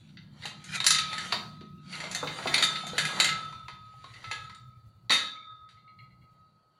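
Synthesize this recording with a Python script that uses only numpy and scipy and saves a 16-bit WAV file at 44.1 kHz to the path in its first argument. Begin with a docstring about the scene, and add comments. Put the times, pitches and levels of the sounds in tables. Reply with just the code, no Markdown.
"""An open workshop with a hand-cranked rolling machine: loose gears and the crank clank against a steel frame,
each blow a set of decaying sines over bursts of coloured noise. The teeth grind as noise heard through the frame,
the long hollow rollers keep ringing as slowly dying tones, and the stand knocks and a loose part taps.
Low hum and rumble of traffic lie behind as filtered noise, and their level drops after the last hard blow;
the blows leave a short tail in the shop.
"""
import sys
import numpy as np
from scipy import signal
from scipy.fft import rfft, irfft, next_fast_len
from scipy.io import wavfile
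from scipy.ndimage import uniform_filter1d, map_coordinates

SR = 44100
rng = np.random.default_rng(int(sys.argv[2]) if len(sys.argv) > 2 else 0)


def store_wav(level_fs):
    """Save 16-bit WAV to argv[1]."""
    pcm = np.round(np.clip(np.atleast_2d(level_fs), -1, 1) * 32767)
    wavfile.write(sys.argv[1], SR, pcm.T.astype(np.int16))


def field_ratio(decibels):
    """Amplitude ratio for a level in dB (20 dB per decade); scalars and array-likes work."""
    return 10 ** (np.asarray(decibels, dtype=float) / 20)


N = 299439  # length [samples]

# All spectra are relative: their noise is levelled afterwards.
# quiet air of the shop: (frequency [Hz], density [dB per Hz])
AIR_SPECTRUM = [(150, -33.5), (250, -12.5), (600, -8.5), (1500, -20), (3600, -37.5), (4500, -9.5),
                (5000, -34), (10000, -34.5), (15800, -41)]
AIR_DB = -76  # rms level
# low background rumble: (frequency [Hz], density [dB per Hz])
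RUMBLE_SPECTRUM = [(15, -34.5), (25, -23.5), (40, -16.5), (65, -11.5), (100, -3), (125, 2.5), (150, -10.5),
                   (250, -53.5)]
# far engine hum, resonances before squaring: (frequency [Hz], width [Hz], level [dB])
ENGINE_RESONANCES = [(148.8, 8.5, -0.5), (184.5, 8.5, -1.5), (208.5, 7.7, -3.5), (245, 35, -9),
                     (340, 32, -11)]
# level of the low background hum and rumble, which drops after the last hard blow:
# (time [s], engine hum level [dB], rumble level [dB])
BACKGROUND_LEVELS = [(0.0, -52.5, -57.5), (2.0, -49, -57.5), (2.5, -51, -57.5), (3.3, -45, -57.5),
                     (3.65, -63, -56), (5.07, -67.5, -59), (5.35, -79, -73.5), (6.17, -65, -60),
                     (6.79, -78, -79)]
# tail of the workshop: (frequency [Hz], 60 dB fall time [s])
SHOP_DECAY = [(300, 0.63), (2000, 0.34), (5000, 0.42), (12000, 0.1), (16000, 0.05)]

# hollow knocks in the stand: (time [s], knock level [dB], pitch [Hz])
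STAND_KNOCKS = [(0.453, -34.5, 833), (0.515, -44.5, 1040), (0.803, -33.5, 1020), (0.842, -32.5, 1100),
                (1.129, -35.5, 873), (1.325, -25.5, 1100), (1.613, -39.5, 354), (2.038, -33.5, 623),
                (2.156, -34, 723), (2.229, -25.5, 502), (2.386, -30.5, 1290), (2.457, -25, 685),
                (2.836, -36, 750), (2.867, -37.5, 685), (2.933, -33, 480), (2.983, -30, 667),
                (3.102, -36.5, 1060), (3.172, -31.5, 1007), (3.199, -28.5, 750), (3.527, -40.5, 992),
                (3.684, -36, 976), (3.94, -51.5, 810), (4.042, -37, 1088), (4.24, -46, 956),
                (4.312, -35, 867), (4.325, -43.5, 470), (4.496, -45, 1016), (5.103, -25.5, 1070),
                (5.122, -33.5, 1080)]
# wooden stand: (frequency [Hz], density [dB per Hz])
STAND_SPECTRUM = [(150, -28), (250, -2.5), (964, 3.5), (1120, 1.5), (1300, 4.5), (1500, 1), (1950, -47),
                  (3300, -120)]
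# the legs on the floor: (frequency [Hz], density [dB per Hz])
THUD_SPECTRUM = [(40, -24), (90, -4.5), (180, 2), (260, 1.5), (450, -31)]
HARD_KNOCK_DB = -25  # knock level at which puff and thud have the levels below
PUFF_DB, THUD_DB = -30, -44
PUFF_GROWS, THUD_GROWS = 1.9, 3  # dB per dB of knock

# light taps of a loose part settling: (time [s], tap level [dB])
LOOSE_TAPS = [(5.769, -53), (5.876, -47.5), (5.9878, -42), (6.103, -55), (6.2128, -55.5)]
# the loose part, resonances before squaring: (frequency [Hz], width [Hz], level [dB])
LOOSE_PART = [(1820, 170, -21), (2040, 120, 3), (2250, 130, 0.5), (2800, 106, 0), (3310, 26, -0.5),
              (4135, 120, 0.5)]

# blows that set the tubes ringing afresh:
# (time [s], big roller level [dB], lower tone level [dB], upper tone level [dB])
TUBE_BLOWS = [(0.454, -52, -55, -72), (0.7508, -50.5, -40.5, -61), (0.9044, -34, -34.5, -32.5),
              (1.134, -39, -49, -44), (1.3267, -45.5, -58, -54), (1.9524, -48, -57, -65),
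              (2.146, -48, -68, -40), (2.47, -46, -39.5, -36), (2.623, -41.5, -32, -29),
              (2.981, -44.5, -38, -35.5), (3.1921, -48.5, -36.5, -43.5), (3.2856, -41, -28, -38.5),
              (3.6826, -46, -58, -56), (4.242, -55, -39.5, -64), (4.3126, -46.5, -40, -51),
              (5.1055, -43, -36, -33.5)]
# lower and upper tube tones: (frequency [Hz], 60 dB fall time [s], coupling added to the level [dB])
TUBE_TONES = [(1308.4, 1.3, -3), (3580, 1, -0.5)]
# close modes of the big roller that beat: (frequency [Hz], relative level [dB], 60 dB fall time [s])
BIG_ROLLER_MODES = [(1265.7, 0, 3.34), (1268.0, -12.6, 7.6), (1272.63, -3.2, 1.66), (1273.25, -5.6, 3.9)]
TURNING_HZ, TURNING_T60 = 1270.2, 2.07  # rolling contact blurs the modes into one wavering, shorter tone [s]
BUILD_S = 0.05  # the big tube takes up a blow slowly, through the frame
STOP = 4.7  # the crank comes to rest [s]

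# steel frame and gears: (frequency [Hz], relative level [dB], relative ring time [1])
FRAME_MODES = [(1456, -13.5, 0.23), (1669, -6.5, 0.85), (2030, -17.5, 0.99), (2079, -2, .4),
               (2370, -20.5, 0.66), (2576, -1, 0.41), (3133, -8, 0.46), (3655, -9.5, 1), (3710, -7, 0.44),
               (3830, -5.5, 0.7), (3944, -6.5, 0.13), (4290, 1.5, 0.26), (4550, -4.5, 0.53),
               (4744, -7, 0.19), (6360, -19, 0.65), (6955, -8.5, 0.58), (6980, -14, .35),
               (6920, -25.5, 0.68), (6860, -13.5, 0.12), (7500, -25, 0.49), (8400, -30.5, 0.16),
               (8330, -27.5, 0.3), (10310, -24, 0.23), (10740, -27, 0.87)]
# dense small modes of the steel: (frequency [Hz], density [dB per Hz])
STEEL_SPECTRUM = [(590, -37.5), (1000, -14.5), (1200, -27), (1300, -5), (1520, -8.5), (1620, -5.5),
                  (2020, -0.5), (2210, -4.5), (3370, -6.5), (3710, -4), (4680, -4.5), (5130, -20.5),
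                  (6000, -15), (7800, -53.5), (13200, -120)]
# sizzle of blows and dry scraping: (frequency [Hz], density [dB per Hz])
SIZZLE_SPECTRUM = [(2940, -25), (5000, -6), (5170, -16.5), (5640, -5), (6520, -6), (7110, -1.5),
                   (7980, -11), (10100, -8), (12000, -22.5), (15800, -52.5)]
# top edge of a hard blow: (frequency [Hz], density [dB per Hz])
SNAP_SPECTRUM = [(8000, -33.5), (11000, 3), (14000, -7), (15500, -11), (15900, -63.5)]
CLOUD_PATCHY_DB, TEETH_PATCHY_DB, SCRAPE_PATCHY_DB = 2.2, 4.5, 4  # depth of the random patches [dB]

# turning gears: (time [s], grind level [dB], stand rumble level [dB])
GEAR_LOAD = [(0.0, -64, -77.5), (0.3, -78, -75), (0.44, -54, -55), (0.6, -62, -72), (0.71, -45.5, -65),
             (0.76, -31, -46), (0.81, -49.5, -59.5), (1.25, -42.5, -51.5), (1.43, -57, -57),
             (1.75, -82, -101), (1.93, -46.5, -56), (2.06, -48, -45.5), (2.13, -47.5, -52.5),
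             (2.48, -43, -46.5), (2.6, -37.5, -38), (2.85, -46, -56), (3.19, -38.5, -41.5), (3.5, -56, -58),
             (3.72, -72, -79), (4.09, -59.5, -75), (4.24, -55.5, -58.5), (4.44, -55.5, -66),
             (4.63, -78.5, -96), (5.1, -82, -79.5)]
FULL_LOAD_DB = -45  # grind level counted as full load
SCRAPE_DB, SCRAPE_GROWS = -54.5, 1.15  # dry scrape at full load; dB per dB of load

# blows of gear play and crank:
# (time [s], blow level [dB], sizzle re blow [dB], pitch of the struck part [Hz])
GEAR_CLANKS = [(0.0905, -51.5, -36, 3920), (0.171, -38.5, -49, 1990), (0.4226, -36, -26.5, 2850),
               (0.434, -33, -21.5, 1950), (0.4549, -25, -14.5, 2800), (0.641, -38, -8, 2100),
               (0.8021, -18, -20, 3780), (0.843, -18.5, -11, 4020), (0.8651, -7.5, -7, 4550),
               (0.906, -8.5, -9, 3970), (0.9465, -13.5, -15.5, 3600), (0.9855, -14, -17, 4580),
               (1.1301, -24.5, -18.5, 3570), (1.1803, -22, -18, 1790), (1.3232, -13, -23, 4604),
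               (1.6089, -41.5, -28, 3690), (1.925, -37, -14, 2000), (1.953, -30.5, -15, 2110),
               (2.0025, -26, -18.5, 1860), (2.0397, -26.5, -22.5, 2180), (2.113, -29.5, -6.5, 1910),
               (2.1481, -20.5, -6.5, 4300), (2.2265, -37, -20, 3480), (2.2722, -21.5, -36.5, 2195),
               (2.386, -29.5, -19, 1900), (2.4266, -31, -28, 1870), (2.4718, -17.5, -23, 2030),
               (2.541, -8.5, -17, 4320), (2.5796, -14.5, -17.5, 4290), (2.625, -9.5, -15.5, 3720),
               (2.6385, -20, -6.5, 4170), (2.7573, -22, -29, 3835), (2.837, -38.5, -24.5, 3580),
               (2.8677, -30, -7.5, 3750), (2.9805, -12, -14, 1730), (3.0515, -19.5, -12.5, 2450),
               (3.189, -27, -19, 1880), (3.2001, -7.5, -14, 3830), (3.244, -12, -12.5, 2050),
               (3.2894, -17.5, -19.5, 2124), (3.5249, -39, -21, 3580), (3.6824, -31, -29, 2030),
               (4.0417, -39.5, -25, 3810), (4.138, -38.5, -23, 1930), (4.2423, -30.5, -49, 2030),
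               (4.3127, -20, -23, 2026), (4.4965, -38, -25, 1926), (4.547, -42, -14, 3920),
               (5.0955, -19, -23.5, 3950), (5.105, -12, -20, 4500), (5.1197, -11.5, -17, 3700),
               (5.689, -49, -19, 3850)]
RING_T60, RING_FALLS = 0.29, 0.4  # base ring of a 2 kHz part [s], scaled layer by layer; power of its fall with pitch
AT_REST_RINGS = 2.24  # factor: parts ring longer once the gears stand
CRACK_FALL, CRACK_SHARE = 0.008, 2.5  # first contact of steel on steel: 30 dB fall [s], energy re slower decay
AFTERGLOW_DB, AFTERGLOW_T60 = -40, 1.2  # faint long shimmer of the frame: dB re blow, s


def unit(x):
    """Scaled to rms 1."""
    return x / np.sqrt(np.mean(x ** 2) + 1e-20)


def along(points, hz):
    """(frequency [Hz], value) points read on a log axis."""
    f, v = np.transpose(points)
    return np.interp(np.log(hz + 1), np.log(f + 1), v)


def curves(rows):
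    """One value per sample for each column after the time."""
    s, *cols = np.transpose(rows)
    return [np.interp(np.arange(N) / SR, s, c) for c in cols]


def wobble(rate):
    """A smooth random curve, rate knots a second."""
    knots = rng.standard_normal(int(N * rate / SR) + 4)
    return map_coordinates(knots, [np.arange(N) * rate / SR])


def filtered(x, response):
    """x times a complex response of frequency."""
    m = next_fast_len(N + SR)
    return irfft(rfft(x, m) * response(np.fft.rfftfreq(m, 1 / SR)), m)[:N]


def noise(spectrum):
    """Coloured noise of rms 1."""
    return unit(filtered(rng.standard_normal(N), lambda hz: field_ratio(along(spectrum, hz))))


def resonances(peaks):
    """Causal response of (frequency [Hz], width [Hz], level [dB]) resonances, signs alternating."""
    def response(f):
        return sum((-1) ** k * field_ratio(db) * 1j * f * w / (c * c - f * f + 1j * f * w)
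                   for k, (c, w, db) in enumerate(peaks))
    return response


def resonant_noise(peaks):
    """Noise of rms 1 through the squared resonances."""
    return unit(filtered(rng.standard_normal(N), lambda hz: resonances(peaks)(hz) ** 2))


def decays(t):
    """A soft start and a 60 dB fall in t60 (30 dB where the curve is used as an energy)."""
    return lambda t60, attack=.0006: field_ratio(-60 * t / t60) * (1 - np.exp(-t / attack))


def steel(spectrum, patchy_db):
    """Noise heard through the frame: its modes stand out, and patches of the noise swell and sink at random."""
    frame = resonances([(hz, 14 / ring, 0) for hz, db, ring in FRAME_MODES])
    through_frame = filtered(noise(spectrum), lambda hz: 1.5 + frame(hz))
    z = signal.stft(through_frame, nperseg=512)[2]
    field = uniform_filter1d(rng.standard_normal(z.shape), size=3, axis=0)  # smooth over frequency
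    field = uniform_filter1d(field, size=22, axis=1)  # and over time
    return unit(signal.istft(z * field_ratio(patchy_db * unit(field)), nperseg=512)[1][:N])


def air():
    """The quiet air of the shop: steady coloured noise."""
    return field_ratio(AIR_DB) * noise(AIR_SPECTRUM)


def traffic():
    """Wavering engine hum and low rumble: resonant and coloured noise, dropping after the last hard blow."""
    engine_db, rumble_db = curves(BACKGROUND_LEVELS)
    hum = field_ratio(engine_db + 2.0 * wobble(17)) * resonant_noise(ENGINE_RESONANCES)
    rumble = field_ratio(rumble_db + 3.5 * wobble(27)) * noise(RUMBLE_SPECTRUM)
    return hum + rumble


def shop_tail(x):
    """The workshop's tail: each frequency dies at its own speed, a new tail for every stretch of sound."""
    wet, step = np.zeros(N + 2 * SR), SR // 4
    for start in range(0, N, step):
        hz, t, z = signal.stft(rng.standard_normal(SR // 2), SR, nperseg=256)
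        fall = field_ratio(-60 * t / along(SHOP_DECAY, hz)[:, None])
        tail = signal.istft(z * fall, SR, nperseg=256)[1]
        answer = signal.fftconvolve(x[start:start + step], tail / np.linalg.norm(tail))
        wet[start + 300:][:len(answer)] += answer  # delayed by 300 samples
    return wet[:N]


def taps():
    """Each tap is a brief rubbing shudder in the part's resonances, cut off as it comes to rest."""
    t, shake = np.arange(SR // 4) / SR, np.zeros(N + SR)
    for s, db in LOOSE_TAPS:
        fall = field_ratio(db - 12.5 - 60 * (t / 0.15) ** 1.46)
        shake[round(s * SR):][:len(t)] += fall * (1 - np.exp(-t / 0.00084))
    return shake[:N] * resonant_noise(LOOSE_PART)


def knocks():
    """A dull note of the stand with a short wooden puff; hard knocks thud into the floor."""
    t = np.arange(SR // 4) / SR
    fall = decays(t)
    note, puff, thud = np.zeros((3, N + SR))
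    for s, db, hz in STAND_KNOCKS:
        at = slice(round(s * SR), round(s * SR) + len(t))
        hardness_db = db - HARD_KNOCK_DB
        note[at] += field_ratio(db + 1.0) * np.sin(2 * np.pi * hz * t) * fall(0.037)
        puff[at] += field_ratio(PUFF_DB + PUFF_GROWS * hardness_db) * fall(0.15)
        thud[at] += field_ratio(THUD_DB + THUD_GROWS * hardness_db) * fall(0.56, attack=0.0074)
    return note[:N] + puff[:N] * noise(STAND_SPECTRUM) + thud[:N] * noise(THUD_SPECTRUM)


def rollers():
    """The hollow tubes hum on long-lived tones; close mode pairs make them waver."""
    t = np.arange(N) / SR
    s, big_db, *levels = np.transpose(TUBE_BLOWS)
    last = np.searchsorted(s, t) - 1  # a new blow stops the old ring and starts its own
    since = np.where(last < 0, 99, t - s[last])  # 99 s: silent before the first blow

    def tone(hz, db):
        return field_ratio(db + 1.3 * wobble(13)) * np.sin(2 * np.pi * hz * t + 0.93 * wobble(11))

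    def pair(hz, db):
        return tone(hz, db) + tone(hz - 9, db - 12)

    struck = sum(pair(hz, db[last] + coupling_db - 60 * since / t60)
                 for (hz, t60, coupling_db), db in zip(TUBE_TONES, levels))
    free = sum(field_ratio(big_db[last] + db - 60 * since / t60) * np.sin(2 * np.pi * hz * since)
               for hz, db, t60 in BIG_ROLLER_MODES)
    free = free * (1 - np.exp(-since / BUILD_S))
    rolling = tone(TURNING_HZ, big_db[last] + 2.5 * wobble(9) - 60 * since / TURNING_T60)
    return np.where(s[last] < STOP, rolling, free) + struck


def grind():
    """Rough teeth feed the frame with dense uneven grains; the stand rumbles and dry surfaces scrape."""
    grind_db, rumble_db = curves(GEAR_LOAD)
    scrape_db = SCRAPE_DB + SCRAPE_GROWS * (grind_db - FULL_LOAD_DB)
    caught = (rng.random(N) < 70 / SR) * (np.arange(N) < STOP * SR)  # single teeth, about 70 a second
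    ticks = caught * rng.random(N)
    tick_fall = field_ratio(-60 * np.arange(SR // 10) / SR / 0.02)
    bite = 1 + 0.44 * signal.fftconvolve(ticks, tick_fall)[:N]
    load_db = 1.7 * wobble(11.0) + 20 * np.log10(unit(bite))
    teeth = field_ratio(grind_db + load_db + 1.2 * wobble(60)) * steel(STEEL_SPECTRUM, TEETH_PATCHY_DB)
    scrape = field_ratio(scrape_db + load_db + 0.58 * wobble(60)) * steel(SIZZLE_SPECTRUM, SCRAPE_PATCHY_DB)
    rumble = field_ratio(rumble_db + 1.2 * wobble(49)) * noise(STAND_SPECTRUM)
    return teeth + scrape + rumble


def afterglow():
    """After each blow the frame's many small modes shimmer on, faint and long."""
    s, db = np.transpose(GEAR_CLANKS)[:2]
    blows = np.bincount(np.round(s * SR).astype(int), field_ratio(2 * (db + AFTERGLOW_DB)), N)  # energies
    energy_fall = field_ratio(-120 * np.arange(2 * SR) / SR / AFTERGLOW_T60)
    energy = signal.fftconvolve(blows, energy_fall)[:N]
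    return np.sqrt(np.abs(energy)) * steel(STEEL_SPECTRUM, patchy_db=8.5)


def clanks():
    """Each blow rings the frame modes, most near the struck part's pitch, over a fast-dying cloud of small modes."""
    t = np.arange(SR // 2) / SR
    fall = decays(t)
    hz, level_db, mode_ring = np.transpose(FRAME_MODES)[:, :, None]
    flutter = np.array([wobble(30)[:SR] for _ in FRAME_MODES])  # each mode is a cluster of close lines
    sines = np.sin(2 * np.pi * hz * np.arange(SR) / SR + 1.4 * flutter)
    sines = field_ratio(4.14 * flutter[::-1]) * sines
    bright = hz > 5200  # these modes follow the sizzle
    skips = rng.integers(len(t), size=len(GEAR_CLANKS))  # each blow starts elsewhere in the sines
    scatter = rng.standard_normal((len(GEAR_CLANKS), len(FRAME_MODES), 1))
    ring, cloud, sizzle, snap = np.zeros((4, N + SR))
    for (s, db, sizzle_db, part_hz), chance, skip in zip(GEAR_CLANKS, scatter, skips):
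        at = slice(round(s * SR), round(s * SR) + len(t))
        octaves = np.log2(part_hz / 2000)
        life = RING_T60 * 2 ** (-RING_FALLS * octaves) * (AT_REST_RINGS if s > STOP else 1)
        near_db = 8 * np.exp(-(np.log(hz / part_hz) / 0.28) ** 2)
        mode_db = db + level_db - 23.5 + near_db + 2.0 * chance + bright * (sizzle_db + 8.5)
        modes = field_ratio(mode_db) * sines[:, skip:skip + len(t)] * fall(mode_ring * life * 1.57)
        ring[at] += np.sum(modes, axis=0)
        ring[at] += field_ratio(db - 11) * np.sin(2 * np.pi * part_hz * t) * fall(life * 0.26)  # the struck part itself
        # cloud and sizzle add as energies
        crack = CRACK_SHARE * fall(CRACK_FALL)
        cloud[at] += field_ratio(2 * (db - 13)) * (fall(life * 0.28) + .8 * fall(0.016) + crack)
        sizzle[at] += field_ratio(2 * (db + sizzle_db - 4.0)) * (fall(life * 0.28) + crack)
        snap[at] += field_ratio(1.5 * db + sizzle_db - 19) * fall(0.081)  # harder blows reach higher
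    small_modes = np.sqrt(cloud[:N]) * steel(STEEL_SPECTRUM, CLOUD_PATCHY_DB)
    treble = np.sqrt(sizzle[:N]) * steel(SIZZLE_SPECTRUM, patchy_db=-4.0)
    return ring[:N] + small_modes + treble + snap[:N] * noise(SNAP_SPECTRUM)


def scene():
    """The traffic and the air, the machine, and the tail its blows leave in the shop."""
    blows = clanks() + knocks() + taps()
    machine = blows + afterglow() + grind() + rollers()
    return (air() + traffic() + field_ratio(-7.5) * shop_tail(blows) + machine)[None]


def band_limit(x):
    """A steep low-pass at the top of the band."""
    return signal.sosfilt(signal.butter(12, 15990, fs=SR, output="sos"), x)


def record(dry):
    """The scene as it stands is the finished mix."""
    return band_limit(dry)


dry = scene()
out = record(dry)
store_wav(out)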